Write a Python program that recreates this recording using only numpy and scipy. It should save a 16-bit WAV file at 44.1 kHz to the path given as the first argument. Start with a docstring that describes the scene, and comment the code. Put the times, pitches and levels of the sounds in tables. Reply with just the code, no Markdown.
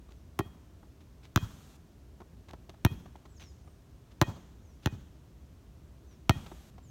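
"""Volleyball on open paving

Two players pass a volleyball: a fingertip set, forearm bumps and one bounce on the ground.
Each blow slaps the skin, thumps the shell and rings the air inside; a near wall and far trees
throw it back. Shoes scuff between passes and a small bird whistles over a low outdoor rumble."""
import sys
import numpy as np
from scipy import signal
from scipy.fft import rfft, irfft
from scipy.io import wavfile
from scipy.ndimage import uniform_filter1d

SR = 44100
rng = np.random.default_rng(int(sys.argv[2]) if len(sys.argv) > 2 else 0)


def dump(signal):
    """Clip the signal to [-1, 1] and save it as 16-bit WAV at the path in sys.argv[1]."""
    limited = np.clip(np.atleast_2d(signal).T, -1, 1)
    pcm = np.round(limited * 32767).astype(np.int16)
    wavfile.write(sys.argv[1], SR, pcm)


N = 304290

# tone of the outdoor bed and of the lingering hiss: (frequency [Hz], level [dB])
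RUMBLE_EQ = [(13, -71), (22, -33.5), (40, -12.5), (59, 1), (76, -1), (97, -6.5), (168, -12), (209, -15.5),
             (244, -16), (300, -21), (390, -49.5), (660, -120)]
AIR_EQ = [(180, -24), (300, -0.5), (404, -2.5), (477, -8.5), (665, -8.5), (812, -14.5), (974, -13.5),
          (1550, -18.5), (2090, -22), (2910, -22), (4950, -25), (6040, -24), (10400, -32), (14300, -30),
          (15800, -34)]
HISS_EQ = [(200, -2), (800, 5.5), (2000, -3), (3800, 0.5), (5000, -5), (6500, -1.5), (8500, -6),
           (10300, -10.5), (13000, -7.5), (15700, -14.5), (16300, -43.5)]
# a soft hiss hangs on after two of the passes: (start [s])
HISS_STARTS = [1.367, 6.302]
# tone of the near wall, the far echoes and the open-air tail: (frequency [Hz], level [dB])
WALL_EQ = [(60, -20), (200, -9), (400, 1), (800, 0), (1400, -2.5), (2500, -8.5), (6000, -11), (8500, -23),
           (14000, -17)]
FAR_EQ = [(50, 4), (130, -2), (300, -14), (500, -6.5), (1000, -3.5), (2200, -15), (4500, -5), (6500, -8),
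          (14000, -6)]
TAIL_EQ = [(50, -7), (150, 7.5), (450, -0.5), (1000, -1.5), (2200, -2.5), (3300, 2), (4500, -4), (6500, 4),
           (14000, -1.5)]
# decay of the tail: (frequency [Hz], time to fall 60 dB [s])
TAIL_T60 = [(80, 0.85), (300, 0.78), (1000, 0.89), (3000, 1), (7000, 1), (14000, 0.71)]
# bird whistles: (time [s], length [s], start pitch [Hz], glide [octaves/s], level [dB])
WHISTLES = [(.108, .13, 7100, -3, -80), (3.29, .07, 7850, -1, -71), (3.345, .17, 7050, -3, -63.5),
            (3.362, .028, 7000, -22, -63), (3.43, .1, 6400, 1.3, -73), (3.638, .1, 10000, -3.6, -78),
            (4.625, .13, 6900, -3, -73.5), (6.06, .11, 6450, -2.7, -71), (6.826, .12, 7600, -3.5, -67)]
# the firmer footfalls: (time [s], level [dB], slide [0 planted to 1 dragged])
STEPS = [(.087, -57, .4), (.105, -61, .7), (.827, -53.5, 0), (1.003, -63, .75), (1.229, -63, .95),
         (2.202, -49, .15), (2.215, -50.5, 0), (2.484, -51.5, .65), (2.504, -50, .35), (2.533, -42.5, 0),
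         (2.692, -48.5, .55), (2.739, -56, .35), (3.057, -51.5, .2), (3.154, -50, .08), (3.253, -51, .48),
         (3.396, -57, 1), (3.673, -57, .15), (4.107, -64, .8), (4.824, -61.5, .92), (6.462, -46.5, .55),
         (6.515, -46, .05), (6.78, -52.5, .35)]
# tone of the sole and of the grit under it: (frequency [Hz], level [dB])
SOLE_EQ = [(90, 7), (250, 4.5), (370, 11), (480, -3.5), (720, 5.5), (1200, -1.5), (2200, -17.5),
           (4000, -37)]
GRIT_EQ = [(800, -3), (2000, -1), (3700, 0), (5000, -7), (6500, -8), (9000, -19), (14000, -24),
           (17000, -17)]
# tone of a blow's low knock, mid crack and top-end snap: (frequency [Hz], level [dB])
KNOCK_EQ = [(100, -24), (200, -5), (300, 2.5), (390, 1), (480, -16.5), (1000, -59.5)]
CRACK_EQ = [(400, -73), (1000, -2), (1600, 0), (2100, -3.5), (3300, -3.5), (4300, -6.5), (5000, -11),
            (6000, -6.5), (7500, -17.5), (10000, -33.5), (16000, -22)]
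SNAP_EQ = [(3000, -36.5), (7000, -12.5), (8800, -2), (10300, -3.5), (12500, 4), (14500, -4.5), (16500, 3)]
# the ball radiates little between its knock and its slap: (frequency [Hz], level [dB])
RADIATION_EQ = [(22, -47.5), (45, 15), (80, 2), (360, 2), (480, -4), (630, -2.5), (1500, -1.5)]
# air modes inside the ball: (frequency [Hz], level [dB], time to fall 60 dB [s])
AIR_MODES = [(1868, 4, .13), (2496, 3, .22), (3125, 4, .13), (3266, -3, .4), (3281, -8, .4),
             (3730, -11, .14), (4008, -7, .14), (4330, -11, .18)]
# what the ball meets, by name: (thump base pitch [Hz], knock [dB re force], knock delay [s],
#   second contact delay [s], second contact [dB re slap], wall echo [dB re the blow's echoes])
SURFACES = {"fingers": (86, -1, .0026, .0036, -3, -1), "forearms": (77.5, -16.5, .0009, .0023, -8, -1),
            "paving": (88, -8.5, .0034, .0069, -2, -8.5)}
# blows on the ball, each layer relative to the force: (time [s], surface, force [dB], slap [dB],
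#   slap pitch [Hz], crack [dB], snap [dB], upper pings [dB], echoes [dB], wall delay [s])
BLOWS = [(0.3906, "fingers", -24, -3, 1080, -10, -13.5, -29.5, -5.5, .014),
         (1.3603, "forearms", -16, -12.5, 1520, -5, -16, -30, -1.5, .014),
         (2.8493, "forearms", -13, -10.5, 1000, -11, -16, -35, -6, .0138),
         (4.2146, "paving", -14.3, -5.5, 880, -6.5, -21, -34, -2.5, .0112),
         (4.8593, "forearms", -19.2, -12, 760, -8, -20.5, -52, -2, .0122),
         (6.2946, "forearms", -13.5, -4, 1130, -7.5, -27, -32.5, -8.5, .0126)]


def amp(db):
    """Decibels to gain."""
    return 10 ** (np.asarray(db) / 20)


def unit_rms(x):
    """Scales a sound to an rms of 1."""
    return x / np.sqrt(np.mean(x ** 2) + 1e-20)


def burst(x):
    """Gives a short sound the energy of five milliseconds at an rms of 1."""
    return x / np.sqrt(np.sum(x ** 2) / (.005 * SR) + 1e-20)


def curve_at(points, hz):
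    """Reads a curve along a logarithmic frequency axis."""
    knots_hz, values = np.transpose(points)
    return np.interp(np.log(hz + 1), np.log(knots_hz + 1), values)


def add(mix, start_s, sound):
    """Lays a sound into the mix."""
    part = mix[max(round(start_s * SR), 0):][:len(sound)]
    part += sound[:len(part)]


def colour(x, eq, size=4096):
    """Minimum-phase EQ, so nothing rings ahead of an attack."""
    log_gain = np.log(amp(curve_at(eq, abs(np.fft.fftfreq(size, 1 / SR)))))
    response = np.exp(np.conj(signal.hilbert(log_gain)))
    taps = np.fft.ifft(response).real[:size // 2]
    return signal.oaconvolve(x, taps * signal.windows.tukey(size)[size // 2:])[:len(x)]


def noise(eq, count):
    """Steady coloured noise with an rms of 1."""
    gain = amp(curve_at(eq, np.fft.rfftfreq(count, 1 / SR)))
    return unit_rms(irfft(rfft(rng.standard_normal(count)) * gain, count))


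def blur(power, hz, octaves):
    """Averages a power spectrum over neighbouring frequencies."""
    pitch = np.log2(hz + hz[1])
    weight = np.exp(-((pitch[:, None] - pitch) / octaves) ** 2)
    return weight @ power / weight.sum(1).reshape((-1,) + (1,) * (power.ndim - 1))


def flat_burst(envelope, size=1024):
    """A burst of noise, evenly spread over all frequencies."""
    x = envelope * rng.standard_normal(len(envelope))
    hz = np.fft.rfftfreq(size, 1 / SR)
    power = blur(abs(rfft(x, size)) ** 2, hz, octaves=.15)
    flatten_db = -10 * np.log10(power + power.mean() / 20)
    return burst(colour(x, np.column_stack([hz, flatten_db])))


def diffuse(x, eq, envelope, size=512):
    """Scattering: the energy of x, smeared by envelope(delay, hz), comes back as fresh noise."""
    frames = dict(fs=SR, nperseg=size, noverlap=size * 3 // 4)
    hz, t, spectrum = signal.stft(x, **frames)
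    spread = envelope(t[None, :size // 2], hz[:, None]) ** 2 * np.ones((len(hz), 1))
    spread /= spread.sum(1, keepdims=True)
    power = blur(abs(spectrum) ** 2, hz, octaves=.2)
    power = signal.fftconvolve(power, spread, axes=1)[:, :len(t)]
    fresh = signal.stft(rng.standard_normal(len(x)), **frames)[2]
    wash = np.sqrt(abs(power)) * amp(curve_at(eq, hz))[:, None] * fresh / fresh.std()
    return signal.istft(wash, **frames)[1][:len(x)]


def outdoor_bed(rumble_db=-53.5, air_db=-65, hiss_db=-61.5, hiss_s=.4, sag_db=4):
    """Low rumble and faint air, with the hiss that lingers after two passes."""
    out = amp(rumble_db) * noise(RUMBLE_EQ, N) + amp(air_db) * noise(AIR_EQ, N)
    fade = amp(hiss_db - sag_db * np.linspace(0, 1, round(hiss_s * SR)))
    for start in HISS_STARTS:
        add(out, start, fade * noise(HISS_EQ, len(fade)))
    return out


def open_air_tail(x, build_s=.03):
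    """A thin reverb that blooms, each band dying at its own speed."""
    def bloom(t, hz):
        return (1 - np.exp(-t / build_s)) * amp(-60 * t / curve_at(TAIL_T60, hz))
    return diffuse(x, TAIL_EQ, bloom)


def far_echoes(x, first_s=.075, second_s=.1504, bass_s=.064):
    """Two smeared echoes from distant buildings and trees; the long waves come back in one piece."""
    def arrivals(t, hz):
        first = np.exp(-((t - first_s) / .024) ** 2)
        second = np.exp(-((t - second_s) / .012) ** 2)
        return first + amp(-7) * second
    echo = diffuse(x, FAR_EQ, arrivals)
    add(echo, bass_s, colour(x, [(150, 2.5), (400, -8.5), (2000, -30)]))
    return echo


def bird(waver=.0099, flutter=.25, tail_db=-9):
    """Thin, unsteady whistles that glide, mostly down, from far off among the trees."""
    out = np.zeros(N)
    for start, length, start_hz, glide, db in WHISTLES:
        progress = np.linspace(0, 1, round(length * SR))
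        drift = unit_rms(uniform_filter1d(rng.standard_normal(len(progress)), size=200))
        throb = unit_rms(uniform_filter1d(rng.standard_normal(len(progress)), size=200))
        hz = start_hz * 2 ** (glide * length * progress) * (1 + waver * drift)
        envelope = np.sqrt(4 * progress * (1 - progress)) * (1 + flutter * throb)
        add(out, start, amp(db) * envelope * np.sin(2 * np.pi * np.cumsum(hz) / SR))
    return out + amp(tail_db) * open_air_tail(out)


def shoes(step_s=.0075, drag_s=.028, grain_db=4, shuffles_per_s=.9, shuffle_db=-71):
    """A dull pat of the sole and a crunch of grit; a sliding foot is longer and grittier."""
    out, t = np.zeros(N), np.arange(SR // 4) / SR
    # faint shifts of weight among the firmer steps
    draws = rng.random((round(shuffles_per_s * N / SR), 2))
    shuffles = [(when * N / SR, shuffle_db, slide) for when, slide in draws]
    for start, db, slide in STEPS + shuffles:
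        age = t / (step_s + drag_s * slide ** 4)
        envelope = 2 * np.sqrt(age) * np.exp(-age ** 2) + .18 * np.exp(-age / 3.5)  # land, settle
        grains = rng.standard_normal(len(t)) * amp(grain_db * rng.exponential(1, len(t)))
        grit = amp(-20 + 21 * slide) * unit_rms(colour(grains, GRIT_EQ))
        sole = amp(-7 * slide ** 2) * noise(SOLE_EQ, len(t))
        add(out, start, amp(db) * envelope * (sole + grit))
    return out


def air_pings(t, slap_db, upper_db):
    """The air inside the ball pings; slap, force and each blow's upper-ping level set the loudness."""
    # the lowest mode follows the slap, the second only the force
    drives_db = [slap_db - 20, -32.5] + [upper_db] * (len(AIR_MODES) - 2)
    return sum(amp(drive + db - 60 * t / t60) * np.sin(2 * np.pi * hz * t)
               for drive, (hz, db, t60) in zip(drives_db, AIR_MODES))


def shell_thump(t, hz, stiffening=2.43, relax_s=.0042, lag_s=.0015, rise_s=.0009):
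    """The shell flattens and springs back: about three swings, slowing as the contact eases."""
    age = np.maximum(t - lag_s, 0)
    cycles = hz * (age + stiffening * relax_s * (1 - np.exp(-age / relax_s)))
    envelope = (1 - np.exp(-age / rise_s)) * np.exp(-(age * hz / 1.42) ** 3)
    return envelope * np.sin(2 * np.pi * cycles)


def contact_crack(t, eq, attack_s=.00011, decay_s=.001, linger_s=.0093):
    """A sharp first touch, then a crackle as the contact patch spreads."""
    click = .79 * burst(1. * (t == 0))
    decay = np.exp(-t / decay_s) + .07 * np.exp(-t / linger_s)
    crackle = flat_burst((1 - np.exp(-t / attack_s)) * decay)
    return burst(colour(click + crackle, eq))


def slap(t, hz, swell_cycles=.52, roughness=.55, linger_s=.004, lag_s=.0005):
    """Just after the touch, air squeezed out between ball and skin rings for a few cycles."""
    peak_s = swell_cycles / hz
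    envelope = t / peak_s * np.exp(-t / peak_s)
    tone = burst(envelope * np.sin(2 * np.pi * hz * t))
    puff = flat_burst(envelope + .1 * np.exp(-t / linger_s))
    puff = burst(colour(puff, [(400, -21), (650, 6.5), (1500, -12), (2400, -16), (6000, -24)]))
    return np.interp(t - lag_s, t, burst(tone + roughness * puff), left=0)


def volleyball(far_db=-14):
    """Every blow with its second contact and its echoes; all layers grow with the force."""
    out, t = np.zeros(N), np.arange(SR // 2) / SR
    for start, surface, force_db, slap_db, slap_hz, crack_db, snap_db, ping_db, echo_db, wall_s in BLOWS:
        thump_hz, knock_db, knock_s, second_s, second_db, wall_db = SURFACES[surface]
        hit = amp(crack_db) * contact_crack(t, CRACK_EQ)
        hit += amp(snap_db) * contact_crack(t, SNAP_EQ)
        hit += amp(slap_db) * slap(t, slap_hz)
        # the shell dents inwards, so the knock starts with a suck
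        add(hit, knock_s, -amp(knock_db) * burst(colour(1. * (t == 0), KNOCK_EQ)))
        # the other arm, or the flattening shell, lands a moment later and softer
        add(hit, second_s, amp(slap_db + second_db) * slap(t, slap_hz))
        hit = colour(hit, RADIATION_EQ) + shell_thump(t, thump_hz)
        pings = air_pings(t, slap_db, ping_db)
        echoes = amp(echo_db + far_db) * far_echoes(hit)
        add(out, start, amp(force_db) * (hit + pings + echoes))
        # the wall's slapback comes in upside down and hollows out the thump
        add(out, start + wall_s, -amp(force_db + echo_db + wall_db) * colour(hit, WALL_EQ))
    return out


def scene(low_cut_hz=33, tail_db=-24):
    """Game and bird, thinned in the deep bass by the microphone, over the outdoor bed; mono."""
    play = volleyball() + shoes() + bird()
    low_cut = signal.butter(3, low_cut_hz, "highpass", fs=SR, output="sos")
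    play = signal.sosfiltfilt(low_cut, play)
    return (play + amp(tail_db) * open_air_tail(play) + outdoor_bed())[None]


def record(dry):
    """A steep high cut at 16.5 kHz."""
    high_cut = signal.firwin(255, 16500, window=("kaiser", 9), fs=SR)
    return signal.oaconvolve(dry, high_cut[None], "same")


dry = scene()
out = record(dry)
dump(out)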